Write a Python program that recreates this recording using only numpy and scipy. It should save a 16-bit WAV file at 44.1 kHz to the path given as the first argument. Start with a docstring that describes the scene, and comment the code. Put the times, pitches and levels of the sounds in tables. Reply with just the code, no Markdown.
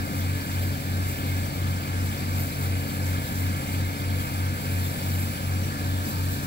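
"""Two diesel pumps and a jet of water

Two six-cylinder pumps run off to the left at nearly the same speed; their exhaust tones beat about three times a second.
Filtered noise makes their boom and panel clatter, and two thin turbocharger whistles lie on top.
Ahead on the right a hose throws water into a creek: random impacts make a rush with surging, fizzing spray.
It is open air, with only short reflections around the engines; a phone on the dyke hears it through two ports."""
import sys
import numpy as np
from scipy import signal
from scipy.fft import rfft, irfft
from scipy.io import wavfile
from scipy.ndimage import uniform_filter1d

SR = 44100
rng = np.random.default_rng(int(sys.argv[2]) if len(sys.argv) > 2 else 0)


def output_pcm(signal):
    """Save a mono or channel-first signal as 16-bit PCM at the path in sys.argv[1].

    Samples are clipped to [-1, 1] before scaling.
    """
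    pcm = np.clip(np.atleast_2d(signal).T, -1, 1) * 32767
    wavfile.write(sys.argv[1], SR, np.round(pcm).astype(np.int16))


N = 284886
# time in seconds; frequency in Hz, kept just above zero so it can be divided by
TIME, FREQ = np.arange(N) / SR, np.fft.rfftfreq(N, 1 / SR) + 1e-6

# Exhaust tones of each pump; multiple 3 is the firing rate.
# Each row: multiple of crank speed, level in dB.
EXHAUST_A = [(2.0, -54), (2.5, -60), (3.0, -30.5), (3.5, -62), (4.0, -50.5), (4.5, -51.5), (5.5, -55),
             (6.0, -48.5), (7.0, -52.5), (7.5, -53.5), (8.0, -53), (9.0, -58), (10.0, -53.5), (11.0, -58.5),
             (16.5, -60)]
EXHAUST_B = [(1.0, -56), (2.0, -51), (3.0, -33.3), (3.5, -56), (4.0, -44), (4.5, -40), (5.0, -45.5),
             (5.5, -50), (6.0, -48.5), (6.5, -49.5), (7.0, -45), (7.5, -55.5), (8.0, -47), (8.5, -54),
             (9.0, -42), (9.5, -55.5), (10.0, -52), (10.5, -54), (11.0, -58), (16.0, -56)]
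# Hums of other machinery by the pumps. Each row: pitch in Hz, level in dB.
HUMS = [(45.7, -50), (60.0, -53), (87.6, -59), (135.0, -46.5), (215.6, -50.5), (431.5, -58.5)]
# Tone colour of uneven combustion booming in silencers and housings.
# Each row: frequency in Hz, relative level in dB per Hz.
BOOM_COLOUR = [(20, -22), (45, -9.5), (72, -10.5), (105, -0.5), (135, -5.5), (170, -2), (215, -1.5),
               (255, -2.5), (285, -4), (330, -8.5), (420, -8), (480, -9.5), (540, -6), (620, -11),
               (760, -10.5), (1100, -50.5)]
# Ringing engine panels. Each row: pitch in Hz, width in Hz, relative level in dB, left minus right in dB,
# delay at the right port in ms, change in dB once the phone has moved.
PANELS = [(535, 91, -2.5, 12, 0.56, 1.5), (804, 240, -2.5, 2.5, 0.35, -0.5), (926, 120, 0, -3.5, 0.45, 0.5),
          (1200, 360, 1.5, 0, 0.48, 1.5), (1524, 153, 3, -2, 0.39, 1.5), (1692, 170, 3.5, -3, 0.41, 2.5),
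          (2140, 170, 2.5, -3, 0.49, -7.5), (2374, 280, 1.5, -1.5, 0.48, -2.5),
          (2890, 300, -4, -1.5, 0.494, -1), (3570, 300, -7, -1.5, 0.48, 3),
          (4050, 170, -8.5, 3, 0.524, 2.5), (4526, 370, -4, 0, 0.49, -0.5),
          (5490, 940, -12.5, -3, 0.508, 1.5)]
# The phone shifts a little near the end. Each row: time in seconds, share of the move from 0 to 1.
PHONE_MOVE = [(0, 0.1), (4.3, 0.07), (5.3, 0.37), (6.05, 0.86), (6.46, 1)]
# Swell of the lower turbocharger whistle. Each row: time in seconds, change in dB.
TURBO_SWELL = [(0, -3), (1.4, -6), (2.3, -3.5), (2.55, 2), (2.9, 0), (3.1, -3), (3.58, 2.7), (3.8, -3),
               (4.35, 2), (4.52, -1), (4.7, 5.5), (4.95, 1.5), (5.2, 4), (5.42, 4), (5.9, -4), (6.3, 0)]
# Slow swell of the flow from the hose. Each row: time in seconds, change in dB.
FLOW = [(0, -3.5), (0.25, -1), (0.88, -2.1), (1.4, -1.9), (1.85, -3.3), (2.5, -0.2), (2.8, -2.5), (3.0, -2),
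        (3.45, 0.5), (3.97, -3.9), (4.3, 0.6), (4.52, -4), (4.8, 1.2), (5.15, 2.3), (5.45, -1.4),
        (5.85, -2.6), (6.12, -1), (6.46, 1)]
# Slugs of water that slap down and throw extra spray.
# Each row: time of the peak in seconds, half length in seconds, extra level in dB over the flow.
SLUGS = [(.186, .021, 3.8), (.387, .033, 1.8), (.533, .018, 2.9), (.634, .02, 4.3), (1.102, .024, 7.2),
         (1.416, .04, 2.7), (2.083, .035, 4.1), (2.394, .039, 5), (2.65, .03, 4), (2.93, .03, 3.8),
         (3.085, .03, 5.3), (3.264, .025, 2.3), (3.393, .024, 4.4), (3.602, .013, 2), (3.736, .02, 3.6),
         (4.214, .016, 4.1), (4.623, .026, 5.3), (4.862, .015, 4), (5.23, .025, 3.3), (6.105, .04, 5.9),
         (6.345, .018, 5.6)]
# Tone colour of the jet plunging into the creek. Each row: frequency in Hz, relative level in dB per Hz.
PLUNGE_COLOUR = [(150, -5), (400, -8), (800, -1), (1300, -5), (2000, -7), (3200, -2.5), (4400, -3.5),
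                 (6300, -7.5), (9000, -59), (16000, -57)]
# Tone colour of spray falling back on the water. Each row: frequency in Hz, relative level in dB per Hz.
SPRAY_COLOUR = [(2000, -16), (4500, -7), (6300, -5.8), (7300, -0.5), (8000, -1.2), (8550, 2), (9100, -1.5),
                (10100, 1), (10900, -1.5), (12300, -1.7), (14700, -3.5), (16000, -2)]
# A brief burst of narrow, high noise. One row: time of the peak in seconds, half length in seconds,
# centre in Hz, width in Hz, level in dB at the peak.
HIGH_BURST = (2.405, .013, 13250, 520, -51.5)
# The microphone ports ring in the top octave. Each row: frequency in Hz, boost in dB.
PORTS = [(12400, 0), (12750, 4), (13100, 13), (13500, 9), (13900, 9), (14300, 7), (14600, 1), (15200, 1),
         (15600, 0)]

# set speeds of the pumps, and the head start of the second crank
RPM_A, RPM_B, LEAD_B_TURNS = 1812.9, 1870.1, .071
# the governor of pump B hunts: HUNT_START_S is when it falls through the set speed;
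# HUNT_RPM is the swing to either side at time zero
HUNT_PERIOD_S, HUNT_START_S, HUNT_RPM, HUNT_GROWTH_RPM_PER_S = 2.28, .15, 1.0, 1.3
# random level changes of the boom, the panels and the jet: size in dB, changes per second
BOOM_ROLL_DB, BOOM_ROLL_RATE = .55, 14
FLARE_DB, FLARE_RATE = 1.1, 14
CHURN_DB, CHURN_RATE = .8, 36
# how much later each source reaches the right port; below zero means earlier
PUMP_LAG_MS, JET_LAG_MS = .49, -.26
# turbocharger whistles: pitch in Hz, width in Hz, level in dB (before any swell)
TURBO_LOW, TURBO_HIGH = (11005, 18, -55.7), (15620, 150, -55.5)
# how much of the surge, in dB, the plunge and the lumps follow
HEAVY_SURGE_SHARE = .28
# lumps of water: how many, range of pitch, range of strength, level of them all before the surges
CLUMP_COUNT, CLUMP_LOW_HZ, CLUMP_HIGH_HZ, CLUMP_RANGE_DB, CLUMP_DB = 480, 1600, 6000, 5.5, -50.3
# one lump: time constants of its rise and decay, half width of its band
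CLUMP_ATTACK_S, CLUMP_DECAY_S, CLUMP_OCTAVES = .002, .011, .11
# spray: share scattered by the ground, level before the surges
SPRAY_SCATTER_DB, SPRAY_DB = -15, -40.7
# the phone passes nothing much above this
TOP_HZ = 15750


def undb(db):
    """Turn decibels into gain."""
    return 10 ** (np.asarray(db) / 20)


def unit(x):
    """Scale a sound to an average (rms) strength of one."""
    return x / np.sqrt(np.mean(x ** 2))


def curve(rows):
    """Join rows of time and value by straight lines."""
    return np.interp(TIME, *np.transpose(rows))


def colour(points):
    """Turn rows of Hz and dB into a gain at every frequency."""
    hz, db = np.transpose(points)
    return undb(np.interp(np.log(FREQ), np.log(hz), db))


def resonance(hz, width_hz, db):
    """Gain of something that rings: a peak at one pitch with steep sides."""
    off_pitch = (FREQ ** 2 - hz ** 2) / (2 * FREQ * width_hz)
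    return undb(db) / (1 + 2 * off_pitch ** 2)


def shaped(x, gain):
    """Filter a sound by a gain per frequency, then scale it to rms one."""
    return unit(irfft(rfft(x) * gain, N))


def walk(rate):
    """A smooth random drift of rms one, changing about rate times a second."""
    size = int(np.clip(SR / rate, 2, N))
    steps = np.repeat(rng.standard_normal(N // size + 2), size)
    smooth = uniform_filter1d(steps, size)
    start = rng.integers(size)
    return unit(smooth[start:][:N])


def arrive(x, lag_ms, pan_db):
    """The right port hears the sound lag_ms later than the left, and pan_db weaker."""
    right = irfft(rfft(x) * np.exp(-2j * np.pi * FREQ * lag_ms / 1000), N)
    return np.array([x * undb(pan_db / 2), right * undb(-pan_db / 2)])


def spread(three, lag_ms, pan_db, scatter_db):
    """The first row comes straight; ground and grass scatter the other two, one to each port."""
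    straight = arrive(three[0], lag_ms, pan_db)
    return unit(straight + undb(scatter_db) * three[1:])


def drops(per_second, size_db):
    """Three streams of dense random impacts, a few larger than the rest."""
    hit = rng.random((3, N)) < per_second / SR
    size = undb(size_db * np.minimum(rng.exponential(size=(3, N)), 5))
    return hit * size * rng.standard_normal((3, N))


def cranks():
    """Crank angles in turns: pump A is steady, pump B swings slowly about its set speed."""
    swing_rpm = HUNT_RPM + HUNT_GROWTH_RPM_PER_S * TIME
    rpm_b = RPM_B - swing_rpm * np.sin(2 * np.pi * (TIME - HUNT_START_S) / HUNT_PERIOD_S)
    turns_a = RPM_A * TIME / 60
    turns_b = np.cumsum(rpm_b) / SR / 60 + LEAD_B_TURNS
    return turns_a, turns_b


def throb(turns):
    """Six cylinders give a narrow push three times a turn, averaging zero."""
    return sum(np.cos(6 * np.pi * k * turns) * (1 - k / 4) for k in (1, 2, 3))


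def exhaust(turns, orders, waver):
    """The firing tone is firm; the tones from unequal cylinders waver."""
    out = 0
    for order, db in orders:
        angle = 2 * np.pi * order * turns
        offset = 2 * np.pi * rng.random()
        if order == 3:
            tone = np.cos(angle)
        else:
            tone = np.cos(angle + offset) * (1 + waver * walk(9))
        out = out + np.sqrt(2) * undb(db) * tone
    return out


def hums():
    """Other machinery by the pumps holds tones of fixed pitch whose strength wavers."""
    out = 0
    for hz, db in HUMS:
        tone = np.sin(2 * np.pi * (hz * TIME + rng.random()))
        out = out + np.sqrt(2) * undb(db) * tone * (1 + 0.16 * walk(3.1))
    return out


def boom():
    """Uneven combustion booms in silencers and housings: low noise that rolls in strength."""
    noise = shaped(rng.standard_normal(N), colour(BOOM_COLOUR))
    rolling = noise * undb(BOOM_ROLL_DB * walk(BOOM_ROLL_RATE))
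    # it rolls over the dyke, so it comes from a little further ahead: half the delay
    return arrive(rolling, 0.5 * PUMP_LAG_MS, pan_db=4.5)


def knocking(turns):
    """Injectors and valves repeat a pattern every two turns, with loose rattle; both swell at each firing."""
    pattern = rng.standard_normal((3, 2900))
    place = (turns / 2 % 1 * pattern.shape[1]).astype(int)
    rattle = rng.standard_normal((3, N))
    return (.35 * pattern[:, place] + rattle) * (1 + .1 * throb(turns))


def clatter(turns_a, turns_b):
    """Knocking rings the panels, each placed and flaring on its own; reflections ripple the spectrum."""
    knocks = spread(knocking(turns_a) + knocking(turns_b), 0, pan_db=1.5, scatter_db=-10.0)
    sides = np.array([[.5], [-.5]])  # left, right
    powers = [resonance(hz, width, db + pan * sides) ** 2 for hz, width, db, pan, *_ in PANELS]
    delays_s = rng.uniform(.008, .04, size=5)
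    echoes = 1 + 0.13 * sum(np.exp(-2j * np.pi * FREQ * delay) for delay in delays_s)
    # dividing by the root of the summed power keeps overlapping panels from piling up
    ringing = rfft(knocks) * echoes / np.sqrt(sum(powers))
    moved = curve(PHONE_MOVE)
    out = 0
    for power, (*_, lag_ms, moved_db) in zip(powers, PANELS):
        # half the delay goes to each port: left earlier, right later
        ports = np.exp(2j * np.pi * FREQ * sides * lag_ms / 1000)
        level_db = moved_db * moved + FLARE_DB * walk(FLARE_RATE)
        out = out + irfft(ringing * power * ports, N) * undb(level_db)
    return unit(out)


def pumps(turns_a, turns_b):
    """Exhaust tones and hums over a rough boom and the clatter of the engines."""
    notes = exhaust(turns_a, EXHAUST_A, waver=0.2) + exhaust(turns_b, EXHAUST_B, waver=0.2) + hums()
    engines = undb(-40.0) * boom() + undb(-38.0) * clatter(turns_a, turns_b)
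    return arrive(notes, PUMP_LAG_MS, pan_db=1.0) + engines


def whistle(hz, wobble_hz):
    """A thin tone whose pitch trembles in the moving air, as heard along three paths."""
    pitch = hz + wobble_hz * np.array([walk(90) for _ in range(3)])
    tone = np.sin(2 * np.pi * np.cumsum(pitch, axis=1) / SR)
    return tone * undb(.8 * walk(12))


def turbos():
    """Turbochargers give a thin whistle that swells and fades, and a breathier one above it."""
    low_hz, low_width, low_db = TURBO_LOW
    high_hz, high_width, high_db = TURBO_HIGH
    low = spread(whistle(low_hz, low_width), 0, pan_db=-2, scatter_db=-2)
    breath = shaped(rng.standard_normal((3, N)), resonance(high_hz, high_width, 0))
    high = spread(breath, 0, pan_db=1, scatter_db=-14)
    return low * undb(low_db + curve(TURBO_SWELL)) + high * undb(high_db)


def surge():
    """How much spray the jet throws, in dB: slow flow, a short swell for each slug, and churning."""
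    slugs = sum(db * np.exp(-.5 * ((TIME - at) / half) ** 2) for at, half, db in SLUGS)
    return curve(FLOW) + slugs + CHURN_DB * walk(CHURN_RATE)


def plunge():
    """Clouds of bubbles where the jet goes in; each octave of bubble sizes churns on its own."""
    bubbles = rfft(drops(per_second=6000, size_db=2.0)) * colour(PLUNGE_COLOUR)
    out = 0
    for octave in range(7, 15):  # centred on 2 to this power, in Hz; neighbours cross-fade
        share = np.maximum(1 - abs(np.log2(FREQ) - octave), 0)
        out = out + irfft(bubbles * share, N) * undb(.9 * walk(16))
    return spread(out, JET_LAG_MS, pan_db=7.0, scatter_db=6.0) * undb(-46.5)


def clumps():
    """Lumps of water break off the jet; each lands as a brief, dying burst of bubbles of its own size."""
    out, t = np.zeros((3, N)), TIME[:2048]
    envelope = (1 - np.exp(-t / CLUMP_ATTACK_S)) * np.exp(-t / CLUMP_DECAY_S)
    hz = np.fft.rfftfreq(len(t), 1 / SR) + 1  # plus one avoids the logarithm of zero
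    for when, size, strength in rng.random((CLUMP_COUNT, 3)):
        centre_hz = CLUMP_LOW_HZ * (CLUMP_HIGH_HZ / CLUMP_LOW_HZ) ** size
        band = np.exp(-.5 * (np.log2(hz / centre_hz) / CLUMP_OCTAVES) ** 2)
        noise = rng.standard_normal((3, len(t)))
        burst = unit(irfft(rfft(noise) * band)) * envelope
        start = int(when * N)
        out[:, start:start + len(t)] += burst[:, :N - start] * undb(CLUMP_RANGE_DB * strength)
    return spread(out, JET_LAG_MS, pan_db=4.5, scatter_db=3) * undb(CLUMP_DB)


def spray(surge_db, pulse):
    """Fine drops fizz on the creek; the finest follow the surges most and throb with pump A."""
    impacts = shaped(drops(per_second=30000, size_db=.6), colour(SPRAY_COLOUR))
    rain = spread(impacts, JET_LAG_MS, pan_db=0, scatter_db=SPRAY_SCATTER_DB)
    # the finest drops are the part above about 12400 Hz
    fine = irfft(rfft(rain) / (1 + (12400 / FREQ) ** 24), N)
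    coarse = (rain - fine) * undb(.48 * surge_db + .3 * walk(25)) * (1 + .04 * pulse)
    mist = fine * undb(surge_db + 1.05 * walk(45)) * (1 + .13 * pulse)
    return undb(SPRAY_DB) * (coarse + mist)


def high_noise_burst():
    """One brief burst of narrow noise near 13 kHz, equal in both ports."""
    at, half, hz, width_hz, db = HIGH_BURST
    band = shaped(rng.standard_normal(N), resonance(hz, width_hz, 0))
    return band * undb(db) * np.exp(-.5 * ((TIME - at) / half) ** 2)


def scene():
    """Crank angles drive the pumps; the surges drive the spray and stir the heavier water less."""
    turns_a, turns_b = cranks()
    surge_db = surge()
    machines = pumps(turns_a, turns_b) + turbos()
    heavy_water = (plunge() + clumps()) * undb(HEAVY_SURGE_SHARE * surge_db)
    return machines + heavy_water + spray(surge_db, throb(turns_a)) + high_noise_burst()


def record(dry):
    """The ports lift the top octave; a steep filter in the phone cuts off above it."""
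    coloured = irfft(rfft(dry) * colour(PORTS), N)
    cutoff = signal.ellip(14, .2, 80, TOP_HZ, fs=SR, output="sos")
    return signal.sosfilt(cutoff, coloured)


dry = scene()
out = record(dry)
output_pcm(out)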